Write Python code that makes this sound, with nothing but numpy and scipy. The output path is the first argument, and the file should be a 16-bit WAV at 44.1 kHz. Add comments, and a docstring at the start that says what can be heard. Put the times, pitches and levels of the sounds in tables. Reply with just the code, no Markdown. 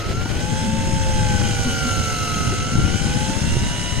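"""An electric fishing reel winds in line on a small boat at sea. From the start its gear tones slide
through the housing's resonances over a rasp that turns with the shaft, while wind rumbles on the
microphone, water washes along the hull and the outboard idles. Hollow slops, light knocks and hard
buffets soon break in. As the swell loads the line the motor slows, and the reel hisses and squeaks
once; then it speeds up again, and near the end a wave slaps the hull on the right."""
import sys
import numpy as np
from scipy import signal
from scipy.fft import rfft, irfft
from scipy.io import wavfile
from scipy.ndimage import uniform_filter1d

SR = 44100
rng = np.random.default_rng(int(sys.argv[2]) if len(sys.argv) > 2 else 0)


def bounce(signal):
    """Save signal as a 16-bit WAV file at the path given by the first command-line argument."""
    frames = np.transpose(np.atleast_2d(signal))
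    limited = np.clip(frames, -1, 1)
    pcm = np.round(limited * 32767).astype(np.int16)
    wavfile.write(sys.argv[1], SR, pcm)


N = 176400
T = np.arange(N) / SR
HZ = np.fft.rfftfreq(N, 1 / SR)


def amp(db):
    """Amplitude ratio for a level in decibels."""
    return 10 ** (np.asarray(db) / 20)


def unit(x):
    """Normalisation to an rms of 1."""
    return x / np.sqrt(np.mean(x ** 2) + 1e-20)


def curve(rows):
    """Linear interpolation of a time table's columns at every sample."""
    times, *columns = np.transpose(rows)
    return np.array([np.interp(T, times, column) for column in columns])


def spectrum(rows):
    """Interpolation of a frequency table's columns on a logarithmic axis."""
    hz, *columns = np.transpose(rows)
    return np.array([np.interp(np.log(HZ + 1), np.log(hz), column) for column in columns])


def wander(rate_hz):
    """Random fluctuation: low-pass noise of rms 1."""
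    return unit(irfft(rfft(rng.standard_normal(N)) / (1 + (HZ / rate_hz) ** 4), N))


def pair(a, b, coherence):
    """Partial coherence: two channels mixed from two independent signals."""
    return np.array([a, coherence * a + np.sqrt(1 - coherence ** 2) * b])


def panned(side_db):
    """Constant-power gains for a level difference, left minus right."""
    gains = amp(np.array([[side_db], [-side_db]]) / 2)
    return gains / np.sqrt(np.mean(gains ** 2))


def add(mix, start, sound):
    """Superposition of a sound on the mix, from a start in seconds."""
    part = mix[:, max(round(start * SR), 0):][:, :sound.shape[-1]]
    part += sound[..., :part.shape[1]]


def gear_tones(turns, waver_db=1.1, throb_depth=0.6, throb_above_order=80):
    """Forced vibration: tooth meshes and their sidebands, locked to the shaft, drive the housing."""
    # Each row: order in cycles per shaft turn, level in dB before the housing colours it.
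    partials = [(18.8, -34), (22, -41), (31, -34.5), (33, -50), (55, -53), (57, -33), (60, -48), (62, -41),
                (64, -49), (66, -50), (72, -50), (77, -49), (88, -49), (93, -39.5), (110, -52), (117, -46),
                (124, -52), (174, -47.5), (186, -45), (217, -48), (231, -45), (234, -46), (262, -48),
                (288, -47), (291, -44)]
    # The housing's resonances. Each row: frequency in Hz, left gain in dB, right gain in dB.
    housing = [(420, -9, -10), (490, -7, -4), (535, -2, -1), (575, -13, -13), (680, -16, -6), (800, -8, -2),
               (848, 0, 5), (885, 1, 3), (910, -10, -5), (1000, -9, -3), (1235, -2, -5), (1290, 3, 1),
               (1380, 4, 2), (1480, -4, -7), (1535, 1, -3), (1600, -11, -11), (1780, -13, -11),
               (2000, -7, -3), (2400, -4, -6), (2600, -7, -6), (2790, 1, 5), (2930, 2, 5), (3100, -3, -2),
               (3700, -9, -12), (3960, 0, 5), (4200, -6, -2), (7000, -5, -3), (9500, -16, -16)]
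    throb = 1 + throb_depth * np.cos(2 * np.pi * 2 * turns)
    tones = np.zeros(N)
    for order, db in partials:
        tone = amp(db + waver_db * wander(16.5)) * np.sin(2 * np.pi * (order * turns + rng.random()))
        tones += tone * throb if order > throb_above_order else tone
    return np.sqrt(2) * irfft(rfft(tones) * amp(spectrum(housing) - 0.17), N)


def rasp_spectrum(speed, turns, repeat_share=0.3, flicker_db=1.75):
    """Friction noise of rough teeth: it partly repeats each turn, throbs twice a turn and flickers."""
    # Bands that move with speed. Each row: centre and width in cycles per turn, lift in dB.
    bands = [(63.9, 5.4, 2), (120.3, 5.8, 4), (194, 4.3, 2.5), (277, 15, 3)]
    pattern = unit(irfft(np.exp(2j * np.pi * rng.random(512)), 16384))
    repeating = np.interp(turns % 1, np.linspace(0, 1, len(pattern)), pattern)
    friction = np.sqrt(repeat_share / 2) * repeating + np.sqrt(1 - repeat_share) * rng.standard_normal(N)
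    hz, t, frames = signal.stft(friction, SR, nperseg=256)
    order = hz[:, None] / np.interp(t, T, speed)
    lift_db = sum(db * np.exp(-((order - centre) / width) ** 2) for centre, width, db in bands)
    patches = uniform_filter1d(rng.standard_normal(frames.shape), size=5, axis=0)
    patches = unit(uniform_filter1d(patches, size=10, axis=1))
    throb_depth = 0.19 * np.exp(-hz[:, None] / 5060)  # shallower in the treble
    throb = 1 + throb_depth * np.cos(2 * np.pi * 2 * np.interp(t, T, turns))
    _, rasp = signal.istft(frames * throb * amp(lift_db + flicker_db * patches), SR, nperseg=256)
    return rfft(rasp[:N])


def reel(jitter=0.0008, load_db_per_slowing=0.25, tone_follows_rasp=0.25):
    """Rotating machinery: one shaft paces tones and rasp; the teeth sing louder as load slows it."""
    # Each row: time in seconds, shaft speed in turns per second.
    shaft_speed = [(0.0, 21.81), (0.25, 24.78), (0.5, 27.57), (0.75, 28.67), (1.0, 28.44), (1.25, 27.42),
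                   (1.5, 25.95), (1.75, 24.75), (2.0, 23.7), (2.25, 22.8), (2.5, 22.55), (2.75, 23.66),
                   (3.0, 25.4), (3.25, 27.67), (3.5, 29.98), (3.75, 31.37), (4.0, 31.76)]
    # Each row: time in seconds, relative level of the rasp in dB.
    rasp_levels = [(0, -42.5), (0.19, -39.5), (0.58, -31.5), (0.73, -33.5), (1.43, -30), (2.47, -30.5),
                   (2.64, -32.5), (3.26, -29.5), (4.0, -31.5)]
    # Rasp of gears and line. Each row: frequency in Hz, left and right relative density in dB.
    rasp_colour = [(304, 4.5, -31), (556, -2, 2), (670, -26, 2.5), (856, -7, 0), (1000, -7, -9),
                   (1248, -16, -4.5), (1503, 6, 1.5), (1806, -15.5, -7.5), (1990, -4.5, 1.5),
                   (2400, -5, -6), (3010, -1, 1.5), (3670, -13, -6), (3830, -1.5, -5), (4620, -11, -6),
                   (5290, -0.5, -6.5), (5950, -5.5, -3.5), (5940, -12, 3), (6850, -2.5, -5.5),
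                   (7580, -11, -1), (8120, -11.5, -15), (9380, -3.5, -7.5), (11220, -20.5, -20.5),
                   (14100, -25, -26)]
    # Each row: frequency in Hz, coherence of the channels, phase lead of the left in radians.
    stereo_field = [(500, .85, -.3), (900, .85, .4), (1350, .85, -.4), (1600, .65, -1.4), (2000, .6, -.8),
                    (2800, .75, -1.1), (3800, .5, -.1), (5170, .5, -1.8), (6120, .75, -5.2),
                    (6900, .75, -7.6), (8200, .6, -12.5), (9300, .78, -14.6), (10200, .6, -15.9)]
    speed = uniform_filter1d(curve(shaft_speed)[0], size=SR // 5, mode="nearest")
    turns = np.cumsum(speed * (1 + jitter * wander(25.8))) / SR
    slowing = -np.gradient(speed, T)  # turns per second lost each second
    rasp_db = curve(rasp_levels)[0] + 2
    tone_db = tone_follows_rasp * (rasp_db - rasp_db.mean()) + load_db_per_slowing * slowing
    coherence, lead = spectrum(stereo_field)
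    friction = pair(rasp_spectrum(speed, turns), rasp_spectrum(speed, turns), coherence)
    rasp = unit(irfft(friction * amp(spectrum(rasp_colour)), N))
    left, right = rfft(amp(rasp_db) * rasp + amp(tone_db) * gear_tones(turns))
    return irfft(np.array([left, right * np.exp(-1j * lead)]), N)


def reel_hiss(coherence=0.46):
    """Broadband treble noise from the reel, strongest while the motor labours."""
    # Each row: frequency in Hz, relative spectral density in dB.
    colour = [(3000, -25), (5500, -5), (6700, 1), (8200, -9), (10000, -8), (12200, -7), (14000, -11)]
    # Each row: time in seconds, rms level in dB.
    levels = [(0, -56), (1.2, -54), (1.7, -45), (2.35, -44), (2.65, -54), (4, -56)]
    noise = pair(*rng.standard_normal((2, N)), coherence)
    hiss = irfft(rfft(noise) * amp(spectrum(colour)), N)
    return amp(curve(levels)) * unit(hiss)


def wind(crossover_hz=125, flutter_db=2.5, coherence=0.073):
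    """Turbulent pressure at the microphone: a fluttering rumble, nearly unrelated left and right."""
    # Each row: time in seconds, left and right relative level in dB, tilt of body over depth in dB.
    gusts = [(0, -34, -38, -6), (.1, -25, -24.5, -0.5), (.42, -21.5, -30, 5), (.8, -18, -23.5, 6.5),
             (1.1, -17.5, -20.5, -4.5), (1.42, -16.5, -25.5, 5.5), (1.6, -22.5, -21.5, 1.5),
             (2.25, -30, -22.5, 5), (2.5, -21, -21, 8.5), (2.63, -27, -25, 6.5), (2.78, -15, -18.5, 4),
             (2.96, -16, -31, 3), (3.08, -18.5, -25.5, 7), (3.3, -19.5, -31.5, 4.5), (3.6, -22, -19, 1),
             (3.85, -23.5, -35, 3), (4, -18, -28, 6)]
    # Each row: frequency in Hz, relative spectral density in dB.
    colour = [(10, 1), (30, -3), (65, 2.5), (110, 1.5), (160, -2), (230, -7), (320, -14.5), (450, -24),
              (800, -33.5), (2000, -36), (8000, -94)]
    left_db, right_db, tilt_db = curve(gusts)
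    eddies = [rng.standard_normal(N) * amp(flutter_db * wander(22)) for _ in range(2)]
    pressure = rfft(pair(*eddies, coherence)) * amp(spectrum(colour))
    lowpass = 1 / (1 + (HZ / crossover_hz) ** 4)
    deep = irfft(pressure * lowpass, N) * amp(-tilt_db / 2)
    body = irfft(pressure * (1 - lowpass), N) * amp(tilt_db / 2)
    return unit(deep + body) * amp(0.5 + np.array([left_db, right_db]))


def hull_wash(churn_db=3, coherence=0.5):
    """Flow noise of water along the hull, randomly modulated in amplitude."""
    # Each row: frequency in Hz, relative spectral density in dB.
    colour = [(150, -13), (330, 3.5), (600, -0.5), (1000, -10), (2100, -9), (5000, -14.5), (12000, -32.5)]
    # Each row: time in seconds, rms level in dB.
    levels = [(0, -32.5), (.35, -31.5), (.55, -43), (4, -44)]
    noise = pair(*rng.standard_normal((2, N)), coherence)
    wash = irfft(rfft(noise) * amp(spectrum(colour)), N)
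    return amp(curve(levels)) * unit(wash * amp(churn_db * wander(19)))


def outboard(waver_db=3, drift=0.01113):
    """Nearly periodic vibration: the idling engine hums in two harmonics that drift together."""
    # Each row: frequency in Hz, median amplitude in dB.
    harmonics = [(104, -31.5), (312, -51)]
    clock = np.cumsum(1 + drift * wander(4.53)) / SR
    return sum(amp(db + waver_db * wander(35)) * np.sin(2 * np.pi * (hz * clock + rng.random()))
               for hz, db in harmonics)


def slops(pitch_waver=0.074):
    """Cavity resonance: air pockets between water and hull give short, hollow, unsteady notes."""
    # Each row: start in seconds, length in seconds, pitch in Hz, peak level in dB.
    pockets = [(0.129, 0.034, 425, -26.5), (0.577, 0.25, 229, -22.5), (1.643, 0.069, 234, -21.5),
               (1.833, 0.059, 239, -21), (2.502, 0.049, 374, -27.5), (2.708, 0.049, 228.7, -24.5)]
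    out = np.zeros((2, N))
    for start, length, hz, db in pockets:
        t = np.arange(0, length, 1 / SR)
        cycles = np.cumsum(hz * (1 + pitch_waver * wander(36)[:len(t)])) / SR
        add(out, start, amp(db) * np.sin(np.pi * t / length) * np.sin(2 * np.pi * cycles))
    return out


def impacts(strikes, modes, pan=1):
    """Free vibration: each strike sets off the same exponentially decaying modes."""
    out, t = np.zeros((2, N)), np.arange(SR // 10) / SR
    ring = sum(amp(db - 60 * t / t60) * np.sin(2 * np.pi * hz * t) for hz, db, t60 in modes)
    for start, db in strikes:
        add(out, start, amp(db) * pan * ring)
    return out


def knocks():
    """Heavily damped modes make light knocks on the boat sound dull."""
    # Each row: start in seconds, gain in dB.
    strikes = [(0.257, -21), (2.874, -25.5), (3.299, -22)]
    # Each row: frequency in Hz, relative level in dB, time to decay by 60 dB in seconds.
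    boat_modes = [(302, 5.5, 0.031), (495, -23.5, 0.05), (690, -11, 0.059), (907, -5.5, .04),
                  (1235, -13, 0.03), (1450, -10, 0.06)]
    return impacts(strikes, boat_modes)


def buffets(decay_cycles=0.37):
    """Pressure pulses of hard eddies at the microphone: a pointed push with a swing on either side."""
    # Each row: time of the peak in seconds, level in dB, left minus right in dB, pitch in Hz.
    eddies = [(0.367, -10.5, 6, 81), (2.453, -14, -2, 150), (2.756, -7, 6, 159), (3.07, -9, 5, 140),
              (3.42, -11.5, 10, 114), (3.666, -12, 16, 170)]
    out, t = np.zeros((2, N)), np.arange(-SR // 20, SR // 20) / SR
    for peak_time, db, side_db, hz in eddies:
        pulse = np.exp(-abs(t) * hz / decay_cycles) * np.cos(2 * np.pi * hz * t)
        add(out, peak_time + t[0], amp(db) * panned(side_db) * pulse)
    return out


def squeak(start_s=2.335, length_s=0.022, hz=3380, fall_hz_per_s=15000, db=-29):
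    """A linear downward chirp: one tiny squeak of the reel."""
    out, t = np.zeros((2, N)), np.arange(0, length_s, 1 / SR)
    cycles = np.cumsum(hz - fall_hz_per_s * t) / SR
    chirp = np.sin(np.pi * t / length_s) * np.sin(2 * np.pi * cycles)
    add(out, start_s, amp(db) * panned(side_db=4) * chirp)
    return out


def wave_slap():
    """Impact excitation: a wave touches the hull, then hits it, and its low modes thud."""
    # Each row: start in seconds, gain in dB.
    strikes = [(3.554, -14), (3.568, -8.5)]
    # Each row: frequency in Hz, relative level in dB, time to decay by 60 dB in seconds.
    hull_modes = [(129, -1, 0.083), (225, -10, 0.028), (352, -8, 0.028)]
    return impacts(strikes, hull_modes, panned(side_db=-7))


def scene():
    """Superposition of the reel, wind, water, engine and boat."""
    continuous = reel() + reel_hiss() + wind() + hull_wash() + outboard()
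    return continuous + slops() + knocks() + buffets() + squeak() + wave_slap()


def record(dry):
    """Band limiting: a linear-phase low-pass filter removes the treble above 14.1 kHz."""
    lowpass = signal.firwin(511, 14100, window=("kaiser", 9), fs=SR)
    return signal.oaconvolve(dry, lowpass[None], "same")


dry = scene()
out = record(dry)
bounce(out)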